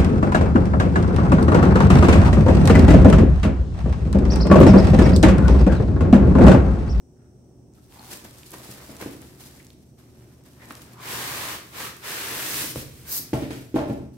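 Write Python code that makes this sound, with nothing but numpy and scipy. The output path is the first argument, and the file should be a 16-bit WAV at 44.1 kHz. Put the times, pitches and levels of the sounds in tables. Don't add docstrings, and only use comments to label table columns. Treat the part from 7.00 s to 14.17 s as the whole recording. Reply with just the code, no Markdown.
import sys
import numpy as np
from scipy import signal
from scipy.fft import rfft, irfft, next_fast_len
from scipy.io import wavfile

SR = 44100
rng = np.random.default_rng(int(sys.argv[2]) if len(sys.argv) > 2 else 0)


def inscribe(sig):
    pcm = np.round(np.clip(np.atleast_2d(sig).T, -1, 1) * 32767)
    wavfile.write(sys.argv[1], SR, pcm.astype(np.int16))


N = 316189
T = np.arange(N) / SR
PORT_LAG_S = 0.00019

# pitch_hz, rms_db
HUM_TONES = [(75.4, -61.5), (119, -58.5), (246, -66), (366, -66)]
# frequency_hz, gain_db
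HUM_EQ = [(20, -57), (35, -12), (55, -5), (80, -3.5), (100, -5), (130, 3), (175, -4.5), (260, -5),
          (370, -6), (450, -14), (700, -19.5), (1100, -32), (2000, -41.5), (6000, -45.5)]
MIC_HISS_EQ = [(1000, -35), (2800, -6), (4000, -14), (5100, 5), (5750, 15.5), (6500, 4), (7600, 3),
               (8400, 13), (9500, -5), (16000, -56)]
# start_s, length_s, level_db, pitch_hz
CREAKS = [(0.15, 0.16, -70.5, 1430), (0.763, .04, -68, 1350), (0.892, 0.23, -53, 875),
          (2.595, 0.017, -51.5, 2100), (3.592, 0.07, -50.5, 1900), (3.935, 0.12, -50, 1100)]
# time_s, crinkle_db, rubbing_db
HAND = [(0.72, -87, -79), (0.79, -73, -74), (0.95, -58, -64), (1.11, -48.5, -49.5), (1.25, -57, -62),
        (1.5, -55, -58.5), (1.72, -52.5, -53), (2.0, -53, -56), (2.22, -57.5, -62), (2.41, -61, -61.5),
        (2.57, -57, -60.5), (2.73, -68, -73), (2.99, -75, -82), (3.16, -67, -69.5), (3.49, -69.5, -70),
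        (3.68, -57.5, -54), (3.81, -64, -60), (3.95, -58, -56.5)]
# tightest_grip_s, crinkle_db, rubbing_db
SQUEEZES = [(1.133, -45, -45), (1.25, -48, -48), (1.538, -46, -45.5), (1.712, -42, -51),
            (2.017, -39.5, -38.5), (2.228, -50.5, -51), (2.41, -47, -54.5), (2.46, -45.5, -55),
            (3.465, -55.5, -56), (3.635, -57, -52.5), (3.712, -50, -46), (3.77, -52, -53),
            (3.82, -52.5, -60)]
# start_s, crinkle_db, rubbing_db
SETTLES = [(.728, -66, -73), (.918, -60, -58), (2.965, -63, -58.5), (3.19, -72, -63.5), (6.319, -43.5, -62),
           (6.485, -46, -62), (6.73, -52, -56), (6.86, -54.5, -55), (7.115, -67, -71)]
# frequency_hz, gain_db
WRAP_EQ = [(500, -19), (1500, -5), (3000, 0), (4500, 2.5), (6500, 1), (8500, 1.5), (11000, 0), (13000, 3.5),
           (16000, -12)]
BUCKLE_EQ = [(1000, -10), (3000, -6.5), (6000, -7.5), (9000, -2), (13000, -11), (16000, -2)]
RUB_EQ = [(100, -2), (200, 9), (350, 7.5), (600, 4), (950, 3), (1500, 0), (2300, -2), (4000, -9.5),
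          (9000, -20)]
# start_s, peak_db, pitch_hz, decay_cycles
SNAPS = [(0.737, -46, 7000, 1.1), (0.924, -36.5, 2500, 0.59), (0.994, -38, 4250, 4.6),
         (1.131, -31, 5030, 0.66), (1.385, -29.5, 8000, 0.42), (1.433, -32, 2760, 1.1),
         (1.507, -24, 12000, 1.2), (1.5181, -22, 9100, .45), (1.54, -29.5, 1040, 3),
         (1.584, -28, 11000, .6), (1.713, -24, 10200, .85), (1.967, -28, 6000, 0.25),
         (2.025, -27, 1400, .5), (2.218, -27, 10000, .6), (2.668, -32.5, 6030, 0.37),
         (2.704, -37, 3720, 1.5), (2.977, -58, 1510, 0.45), (3.451, -50, 3000, 0.42),
         (3.708, -23.5, 1200, .8), (3.722, -28, 10000, 1), (3.7528, -26, 4870, .25),
         (4.967, -26, 10000, .4), (5.759, -21.5, 519, 2.8), (6.333, -25, 1700, .9), (6.759, -32, 2470, .8)]
# start_s, thud_db, centre_hz, contact_s, weight_db, rattle_db, crunch_db
KNOCKS = [(1.536, -39, 330, 0.002, -48, -43, -50), (1.691, -33, 184, 0.0018, -41, -45.5, -47),
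          (1.893, -36, 244, .005, -48, -40, -50), (2.024, -28, 360, .0006, -51, -47, -48),
          (2.06, -22, 283, 0.0019, -34, -40, -46), (5.31, -31.5, 480, 0.0017, -52, -42, -52),
          (5.758, -25.5, 427, 0.0002, -24, -49, -42), (6.195, -38, 260, 0.0021, -58, -49, -53),
          (6.331, -14, 290, 0.0018, -15.5, -19.5, -32), (6.423, -23, 275, 0.005, -40, -42, -39),
          (6.505, -25.5, 340, 0.004, -50, -57, -34.5), (6.742, -15, 294, .009, -38, -32, -41),
          (6.758, -13.5, 326, 0.0028, -33, -16.5, -38), (6.785, -27, 560, .0028, -25, -20.5, -45),
          (6.898, -16, 224, 0.0026, -25, -30, -45.5), (7.03, -33.5, 167, .0034, -46, -61, -70)]
# pitch_hz, relative_db, t60_s
BODY_MODES = [(59.7, -19, 0.48), (78.9, -7, 0.33), (112, -4.5, 0.051), (135.2, 5, 0.091), (189, -2, 0.077),
              (218.4, 0.5, 0.12), (273.2, -4.5, 0.24), (298.3, 9.5, 0.053), (321, -8, 0.42),
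              (348, 5, 0.038), (452.7, -3.5, 0.18), (590, -20, 0.062)]
PANEL_MODES = [(482, 4, 0.027), (584, 3, 0.069), (617, -4, 0.13), (652, -1, 0.16), (736, -1.5, 0.07),
               (800, -1, 0.087), (867, -2, 0.054), (1042, -9, 0.046), (1358, -13.5, 0.16)]
# frequency_hz, gain_db
CRUNCH_EQ = [(200, -2.5), (600, -1.5), (1200, -10), (1800, -5.5), (2400, -6.5), (3000, -9), (4500, -14.5),
             (7000, -21.5), (15000, -38)]
# start_s, attack_s, hold_s, release_s, rasp_db, hiss_db
PULLS = [(3.95, .19, 0.37, 0.13, -35.5, -37.5), (4.692, .12, 0.023, 0.12, -36.5, -39.5),
         (4.992, 0.098, .53, 0.071, -36, -37.5), (5.624, 0.047, .03, 0.066, -50.5, -45.5),
         (5.735, .03, 0.044, 0.053, -50, -49), (6.028, 0.048, 0.045, 0.12, -52, -61)]
# time_s, pitch_hz, rumble_db
HOLLOW = [(3.95, 1000, -10), (4.5, 1140, -14), (4.85, 1170, -11.5), (5.1, 1680, -20), (5.33, 1730, -13),
          (5.6, 1530, -5.5), (5.75, 1480, 6), (6.02, 1510, 0)]
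# frequency_hz, gain_db
RASP_EQ = [(100, -13.5), (220, -10), (400, -1), (600, -4.5), (800, -3.5), (1000, -1), (1400, -3),
           (2000, -1.5), (2700, -4), (4000, -6.5), (7000, -12.5), (16000, -15.5)]
RUMBLE_EQ = [(40, -16), (80, -4.5), (130, 2), (200, -7), (300, 0.5), (420, -4.5), (650, -11.5), (2000, -41)]
BEAD_EQ = [(800, -13.5), (2500, -1), (4500, 0.5), (6000, 0.5), (7500, 0), (8600, 3), (10200, -1),
           (11800, 3), (13500, 1.5), (16000, -1.5)]
SLIP_EQ = [(500, -17), (1500, -16), (3300, -15), (4100, -8), (4800, -4), (6800, -6), (7500, -8), (8400, -5),
           (11300, -6), (12400, 3), (13000, 2), (13700, -3), (14800, 0)]
# band_hz, t60_s, wet_db
REVERB_BANDS = [(60, 0.87, 0.5), (149, 0.91, -5), (305, 0.55, -4), (715, 0.55, -5.5), (2070, 0.48, -5),
                (4930, 0.42, -4), (14100, 0.21, -6.5)]


def amp(db):
    return np.exp(np.asarray(db) * (np.log(10) / 20))


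def on_log(hz, points, values):
    return np.interp(np.log(np.maximum(hz, 1)), np.log(points), values)


def convolve(x, response):
    return signal.oaconvolve(x, np.atleast_2d(response), axes=1)[:, :N]


def eq(x, curve, size=4096):
    gain = amp(on_log(np.fft.rfftfreq(size, 1 / SR), *np.transpose(curve)))
    cepstrum = irfft(np.log(gain))
    cepstrum[1:size // 2] *= 2
    cepstrum[size // 2 + 1:] = 0
    response = irfft(np.exp(rfft(cepstrum)))
    return convolve(x, response / np.linalg.norm(response))


def diffuse(count):
    size = next_fast_len(count)
    mid, side = rfft(rng.standard_normal((2, size)))
    alike = 0.93 / (1 + (2 * np.pi * np.fft.rfftfreq(size, 1 / SR) * PORT_LAG_S) ** 2)
    mid, side = mid * np.sqrt((1 + alike) / 2), side * np.sqrt((1 - alike) / 2)
    return irfft(np.array([mid + side, mid - side]), size)[:, :count]


def drift(rate_hz):
    knots = rng.standard_normal(4096)
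    return np.interp(T * rate_hz, np.arange(len(knots)), knots)


def grains(per_s, spread_db):
    count = int(per_s * N / SR)
    when, luck, spot = rng.random((count, 3)).T
    size = amp(spread_db * np.minimum(-np.log(1 - luck), 5)) * rng.choice([-1, 1], count)
    lag = -np.sign(spot - .5) * np.log(1 - np.abs(2 * spot - 1)) * PORT_LAG_S * SR
    out = np.array([np.bincount((when * N + delay).astype(int) % N, size, N) for delay in (0, lag)])
    return out / out.std()


def resonate(x, hz, width_hz):
    turn = np.exp(2j * np.pi * np.cumsum(hz) / SR)
    feedback = np.exp(-np.pi * width_hz / SR)
    return (turn * signal.lfilter([np.sqrt(2 * (1 - feedback ** 2))], [1, -feedback], x / turn)).real


def add(out, start_s, sound):
    start = int(start_s * SR)
    out[:, start:start + sound.shape[-1]] += sound[..., :N - start]


def room_tone(hum_db=-52, hiss_db=-72):
    tones = 0
    for hz, db in HUM_TONES:
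        level = np.sqrt(2) * amp(db + 2.3 * drift(2.97))
        tones += level * np.sin(2 * np.pi * hz * T + 1.22 * drift(5))
    air = eq(diffuse(N), HUM_EQ) * amp(hum_db + 0.59 * drift(4.3))
    return tones + air + eq(diffuse(N), MIC_HISS_EQ) * amp(hiss_db)


def creaks():
    level, pitch_hz = np.zeros(N), np.full(N, 1000.)
    for start_s, length_s, db, hz in CREAKS:
        run = (T > start_s) & (T < start_s + length_s)
        level[run] = amp(db) * np.sin(np.pi * (T[run] - start_s) / length_s)
        pitch_hz[run] = hz
    return resonate(grains(per_s=900, spread_db=-2), pitch_hz, width_hz=220) * level


def swell(start_s, attack_s, release_s):
    rise = np.clip((T - start_s) / attack_s, 0, 1) ** 2
    return rise * np.exp(-np.maximum(T - start_s - attack_s, 0) / release_s)


def hand_envelopes(squeeze_s=0.038):
    times, *faders = np.transpose(HAND)
    wrap_db, rub_db = (np.interp(T, times, db, left=-140, right=-140) for db in faders)
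    wrap, rub = amp(wrap_db + 1.5), amp(rub_db + 1)
    flurries = [(swell(s - squeeze_s, squeeze_s, release_s=0.023), levels) for s, *levels in SQUEEZES]
    flurries += [(swell(s, attack_s=0.024, release_s=0.072), levels) for s, *levels in SETTLES]
    for shape, (crinkle_db, rubbing_db) in flurries:
        wrap = np.hypot(wrap, amp(crinkle_db) * shape)
        rub = np.hypot(rub, amp(rubbing_db) * shape)
    return wrap, rub


def rummage():
    wrap_gain, rub_gain = hand_envelopes()
    fine = grains(per_s=6000, spread_db=2.5) * amp(3 * drift(60))
    buckles = grains(per_s=130, spread_db=3)
    crinkle = amp(-0.5) * eq(fine, WRAP_EQ) + amp(-3.5) * eq(buckles, BUCKLE_EQ)
    rubbing = eq(grains(per_s=2600, spread_db=2), RUB_EQ) * amp(2 + 2.1 * drift(35.54))
    return crinkle * wrap_gain + rubbing * rub_gain


def snaps(tail_db=-24, tail_s=0.0027, count=2048):
    out, t = np.zeros((2, N)), np.arange(count) / SR
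    for start_s, peak_db, hz, cycles in SNAPS:
        push = amp(tail_db) * diffuse(count) * np.exp(-t / tail_s)
        push[0, 8] += 1
        push[1, 8 + rng.integers(-1, 2)] += 1
        pole = np.exp((2j * np.pi - 1 / cycles) * hz / SR)
        snap = signal.lfilter([1, 0, -1], [1, -2 * pole.real, abs(pole) ** 2], push)
        add(out, start_s, snap * amp(peak_db) / np.abs(snap).max())
    return out


def ring(modes, t):
    return np.array([amp(db) * np.sin(2 * np.pi * hz * t) * np.exp(-np.log(1000) * t / t60_s)
                     for hz, db, t60_s in modes])


def thud(t, centre_hz, contact_s, reach_octaves=0.61):
    mode_hz = np.transpose(BODY_MODES)[0]
    reach = 1 / (1 + (np.log2(mode_hz / centre_hz) / reach_octaves) ** 2)
    swing = reach @ ring(BODY_MODES, t) * (1 - np.exp(-t / contact_s))
    return swing / np.abs(swing).max()


def knocks(sink_lag_s=0.00892, rattle_s=0.039, crunch_s=0.049, left_lag_s=0.0002):
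    thuds, shaking, crushing = np.zeros((3, 2, N))
    t = np.arange(32768) / SR
    weight = thud(t, centre_hz=116, contact_s=0.0018)
    for start_s, thud_db, centre_hz, contact_s, weight_db, rattle_db, crunch_db in KNOCKS:
        add(thuds, start_s, amp(thud_db) * thud(t, centre_hz, contact_s))
        add(thuds, start_s + sink_lag_s, amp(weight_db) * weight)
        add(shaking, start_s, amp(rattle_db) * np.exp(-t / rattle_s))
        add(crushing, start_s, amp(crunch_db) * np.exp(-t / crunch_s))
    panels = ring(PANEL_MODES, t).sum(axis=0)
    rattle = convolve(grains(per_s=1800, spread_db=-1) * shaking, panels / np.linalg.norm(panels))
    crunch = eq(grains(per_s=6000, spread_db=2.5) * crushing, CRUNCH_EQ)
    left, right = thuds + amp(-6.5) * rattle + amp(-3.5) * crunch
    return np.array([np.interp(T - left_lag_s, T, left), right])


def stroke(start_s, attack_s, hold_s, release_s):
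    ramp = np.minimum((T - start_s) / attack_s, 1 - (T - start_s - attack_s - hold_s) / release_s)
    return np.sin(np.pi / 2 * np.clip(ramp, 0, 1)) ** 2


def pull_envelopes(sag_db_per_s=2.5, emerge_at_s=5.127, emerge_length_s=0.44, emerge_db=9.5):
    rasp, hiss = 0, 0
    for start_s, attack_s, hold_s, release_s, rasp_db, hiss_db in PULLS:
        sag = amp(-sag_db_per_s * np.maximum(T - start_s - attack_s, 0))
        speed = stroke(start_s, attack_s, hold_s, release_s) * sag
        rasp += amp(rasp_db) * speed
        hiss += amp(hiss_db) * speed ** 1.8
    exposed = np.clip((T - emerge_at_s) / emerge_length_s, 0, 1) ** 2
    hiss *= amp(emerge_db * exposed)
    creep = stroke(start_s=4, attack_s=0.01, hold_s=2, release_s=1.12)
    return np.hypot(rasp, amp(-60.5) * creep), np.hypot(hiss, amp(-55) * creep)


def foam_slide(overtone_ratio=1.51):
    rasp_gain, hiss_gain = pull_envelopes()
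    times, *curves = np.transpose(HOLLOW)
    hollow_hz, rumble_db = (np.interp(T, times, curve) for curve in curves)
    hollow_hz *= 1 + 0.065 * drift(22)
    grip = amp(0.47 * drift(140))
    walls = eq(grains(per_s=5500, spread_db=1.6), RASP_EQ) * amp(0.93)
    catches = grains(per_s=3000, spread_db=1.4)
    hollow = amp(-6.5) * resonate(catches, hollow_hz, width_hz=400)
    hollow += amp(-13) * resonate(catches, overtone_ratio * hollow_hz, width_hz=350)
    rumble = eq(catches, RUMBLE_EQ) * amp(rumble_db)
    hiss = eq(grains(per_s=16000, spread_db=1.5), BEAD_EQ) * amp(2)
    return grip * ((walls + hollow + rumble) * rasp_gain + hiss * hiss_gain)


def edge_slip(level_db=-24):
    envelope = amp(level_db) * stroke(start_s=6.05, attack_s=0.11, hold_s=0.012, release_s=0.046)
    slips = grains(per_s=15000, spread_db=1.5) * amp(0.98 * drift(160))
    return eq(slips, SLIP_EQ) * envelope


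def reverb(x, predelay_s=0.0029, build_s=0.013, count=44100):
    t, hz = np.arange(count) / SR, np.fft.rfftfreq(count, 1 / SR)
    band_hz = np.transpose(REVERB_BANDS)[0]
    noise, response = rfft(diffuse(count)), 0
    onset = 1 - np.exp(-np.maximum(t - predelay_s, 0) / build_s)
    for (_, t60_s, wet_db), share in zip(REVERB_BANDS, np.eye(len(REVERB_BANDS))):
        fade = onset * np.exp(-np.log(1000) * t / t60_s)
        band = irfft(noise * on_log(hz, band_hz, share), count)
        response += amp(wet_db) * band * fade / np.linalg.norm(fade)
    return x + convolve(x, response)


def scene():
    foley = rummage() + creaks() + foam_slide() + edge_slip() + snaps() + knocks()
    return reverb(foley) + room_tone()


def record(dry, low_cut_hz=38, high_cut_hz=15750):
    low_cut = signal.butter(4, low_cut_hz, "high", fs=SR, output="sos")
    high_cut = signal.ellip(10, .2, 70, high_cut_hz, fs=SR, output="sos")
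    return signal.sosfilt(high_cut, signal.sosfilt(low_cut, dry))


dry = scene()
out = record(dry)
inscribe(out)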